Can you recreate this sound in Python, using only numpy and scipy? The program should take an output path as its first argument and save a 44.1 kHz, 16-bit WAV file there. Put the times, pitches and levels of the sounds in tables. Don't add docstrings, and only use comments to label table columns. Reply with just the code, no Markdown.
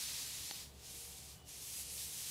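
import sys
import numpy as np
from scipy import signal
from scipy.fft import rfft, irfft
from scipy.io import wavfile

SR = 44100
rng = np.random.default_rng(int(sys.argv[2]) if len(sys.argv) > 2 else 0)


def convert_level_to_amplitude(level_db):
    exponent = np.asarray(level_db, float) / 20
    return 10 ** exponent


def persist_wave(psi):
    counts = np.round(np.clip(psi, -1, 1) * 32767).astype(np.int16)
    wavfile.write(sys.argv[1], SR, np.atleast_2d(counts).T)


N = 101518


def rms_one(x):
    return x / np.sqrt(np.mean(x ** 2) + 1e-20)


def at_hz(points, hz):
    point_hz, point_db = np.transpose(points)
    return np.interp(np.log(hz), np.log(point_hz), point_db)


def drift(rate_hz):
    r = np.exp(-80 * np.pi * rate_hz / SR)
    slow = signal.lfilter([1], [1, -2 * r, r * r], rng.standard_normal(N // 40 + 2002))[2000:]
    return np.interp(np.arange(N) / 40, np.arange(len(slow)), rms_one(slow))


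def narrow(hz, width_hz):
    r = np.exp(-np.pi * width_hz / SR)
    poles = [1, -2 * r * np.cos(2 * np.pi * hz / SR), r * r]
    return rms_one(signal.lfilter([1, 0, -1], poles, rng.standard_normal(N + SR))[SR:])


def band_pass(x, order, low_hz, high_hz):
    return signal.sosfilt(signal.butter(order, [low_hz, high_hz], "band", fs=SR, output="sos"), x)


def bands(sources, low_hz, count):
    edges = low_hz * 2 ** (np.arange(40) / count)
    edges = edges[edges < .45 * SR]
    for k, (low, high) in enumerate(zip(edges, edges[1:])):
        yield np.sqrt(low * high), band_pass(sources[k % 2], 2, low, high)[-N:]


def rubbing():
    # (time [s], friction level [dB], brightness from palm to fingertips [0-1],
    # treble tilt as the hand shades the page [dB per octave])
    stroke = [(0.0, -42.5, 0.26, -2), (.55, -47.5, 0.14, 0), (0.628, -50.5, 0.06, -1), (.72, -66, 0.05, 2),
              (.77, -64, 0.34, -3), (.86, -52.5, 0.45, -3), (.98, -49.5, 0.94, -3.5),
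              (1.328, -55.5, 0.62, -3.5), (1.438, -71.5, 1, -7), (1.49, -52.5, 1, -7),
              (1.7, -47.5, 0.98, -4), (1.81, -44.5, 1, -3), (1.845, -50, 1.1, -7), (1.9, -49, 1.1, -9),
              (1.925, -46, 1.1, -3), (2.02, -44, 0.8, -2.5), (2.1, -47, 1, -4.5), (2.3, -43.5, 0.74, -3.5)]
    # (frequency [Hz], level [dB per Hz])
    palm = [(600, -30), (900, -10.5), (1370, -13.5), (1900, -7.5), (4400, 1.5), (6000, -0.5), (11500, -5.5),
            (15600, -13)]
    fingers = [(600, -38), (1000, -20), (1650, -17.5), (2420, -9), (5700, -3.5), (8500, 0), (11500, 0.5),
               (15600, -8.5)]
    slips_per_s, slip_spread_db = 16000, 2
    patchy_db, judder_db = .5, .5
    shade_hz = 5770

    s, level_db, bright, treble_db = np.transpose(stroke)
    t = np.arange(N) / SR
    level_db = np.interp(t, s, level_db)
    bright = np.interp(t, s, np.clip(bright, -.5, 1.5))
    treble_db = np.interp(t, s, treble_db)

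    size = (2, N + 2000)
    slips = (rng.random(size) < slips_per_s / SR) * rng.choice([-1, 1], size)
    slips = slips * convert_level_to_amplitude(slip_spread_db * np.minimum(rng.exponential(1, size), 4))

    hiss, power = 0, 0
    for hz, band in bands(slips / slips.std(), 620, count=7):
        colour_db = (1 - bright) * at_hz(palm, hz) + bright * at_hz(fingers, hz)
        gain = convert_level_to_amplitude(colour_db + treble_db * max(np.log2(hz / shade_hz), 0))
        hiss = hiss + gain * convert_level_to_amplitude(patchy_db * drift(3.83)) * band
        power = power + gain ** 2 * hz
    return convert_level_to_amplitude(level_db + judder_db * drift(25)) * rms_one(hiss / np.sqrt(power))


def rumble():
    level_db, fade_s = -71.5, 1
    low = band_pass(rng.standard_normal(N + SR), 2, 108, 292)[SR:]
    return convert_level_to_amplitude(level_db) * rms_one(low) * np.exp(-(np.arange(N) / SR / fade_s) ** 2)


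def ticks():
    # (time [s], peak level [dB])
    buckles = [
        (.5107, -32),
        (0.514, -44),
    ]
    # (frequency [Hz], level [dB], decay by 60 dB [s])
    page = [(295, -19, 0.0099), (800, -20, 0.034), (1270, -17.5, 0.0054), (1900, -13.5, 0.0067),
            (2770, -7.5, 0.0034), (3300, -3, 0.0026), (4530, -4, .003)]
    clicks = np.zeros(N) + 1e-18
    for s, db in buckles:
        clicks[int(s * SR)] = convert_level_to_amplitude(db) * 3
    clicks = band_pass(clicks, 1, 250, 5500)
    out = 0
    for k, (hz, db, t60) in enumerate(page):
        r, w = convert_level_to_amplitude(-60 / (t60 * SR)), 2 * np.pi * hz / SR
        ring = signal.lfilter([0, np.sin(w)], [1, -2 * r * np.cos(w), r * r], clicks)
        out = out + (-1) ** k * convert_level_to_amplitude(db) * ring
    return out


def squeaks():
    # (start [s], length [s], pitch [Hz], level [dB])
    stalls = [
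        (1.34, 0.21, 2950, -71.5),
    ]
    t = np.arange(N) / SR
    out = 0
    for s, length, hz, db in stalls:
        arch = np.sin(np.pi * np.clip((t - s) / length, 0, 1))
        swell = np.sqrt(np.clip(arch, 0, 1))
        tone = np.sqrt(2) * np.sin(2 * np.pi * hz * t) + 0.27 * narrow(hz, width_hz=25)
        out = out + convert_level_to_amplitude(db) * swell * tone
    return out


def room():
    # (frequency [Hz], level [dB per Hz])
    air_colour = [(28, -8), (50, -6), (100, -5), (250, -8), (800, -10), (1550, -19.5), (3500, -16.5),
                  (14000, -42)]
    # (frequency [Hz], width [Hz], level [dB])
    fan_tones = [(56.6, 13, -83.5), (69.5, 7.1, -64), (116.4, 10.5, -70), (143.1, 9.3, -70),
                 (179, 15, -73.5), (293.5, 12, -82.5), (406.5, 7.3, -79), (473.2, 0.67, -75.5),
                 (760, 5.9, -80)]
    air_db, fan_steady = -65, .3
    whine_hz, whine_db = 15466, -79
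    t = np.arange(N) / SR
    noise = rng.standard_normal((2, N + SR))
    air = sum(convert_level_to_amplitude(at_hz(air_colour, hz)) * band for hz, band in bands(noise, 19, count=3))
    fan = 0
    for hz, width_hz, db in fan_tones:
        tone = narrow(hz, width_hz) + fan_steady * np.sin(2 * np.pi * hz * t)
        fan = fan + convert_level_to_amplitude(db) * rms_one(tone)
    whine = convert_level_to_amplitude(whine_db) * np.sqrt(2) * np.sin(2 * np.pi * whine_hz * t)
    return convert_level_to_amplitude(air_db) * rms_one(air) + fan + whine


def swapped(x):
    # (time [s], centre frequency [Hz])
    swaps = [(.067, 6250), (.067, 7650), (.277, 6250), (.277, 13100), (.487, 6250), (.487, 13800),
             (.487, 15100), (.533, 6000), (.533, 8300), (1.74, 12400), (1.764, 4650), (1.764, 10350),
             (2.159, 10350), (2.159, 13400)]
    swap_s, width_hz = .032, 1350
    t, hz = np.arange(N) / SR, np.fft.rfftfreq(N, 1 / SR)
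    spectrum = rfft(x[0])
    out = x.copy()
    for s, centre_hz in swaps:
        band = irfft(spectrum * (np.abs(hz - centre_hz) < width_hz / 2), N)
        share = np.clip(2 * np.cos(np.pi * np.clip((t - s) / swap_s, -.5, .5)), 0, 1)
        other = np.array([np.roll(band, 600), np.roll(band, -600)])
        out += (np.sqrt(1 - share ** 2) - 1) * band + share * other
    return out


def scene():
    mono = rubbing() + rumble() + ticks() + squeaks() + room()
    return np.tile(mono, (2, 1))


def band_limit(x):
    return signal.sosfilt(signal.butter(12, 15710, fs=SR, output="sos"), x)


def record(dry):
    low_pass = signal.ellip(10, .2, 60, 15720, fs=SR, output="sos")
    mix = swapped(signal.sosfilt(low_pass, dry))
    return band_limit(mix)


dry = scene()
out = record(dry)
persist_wave(out)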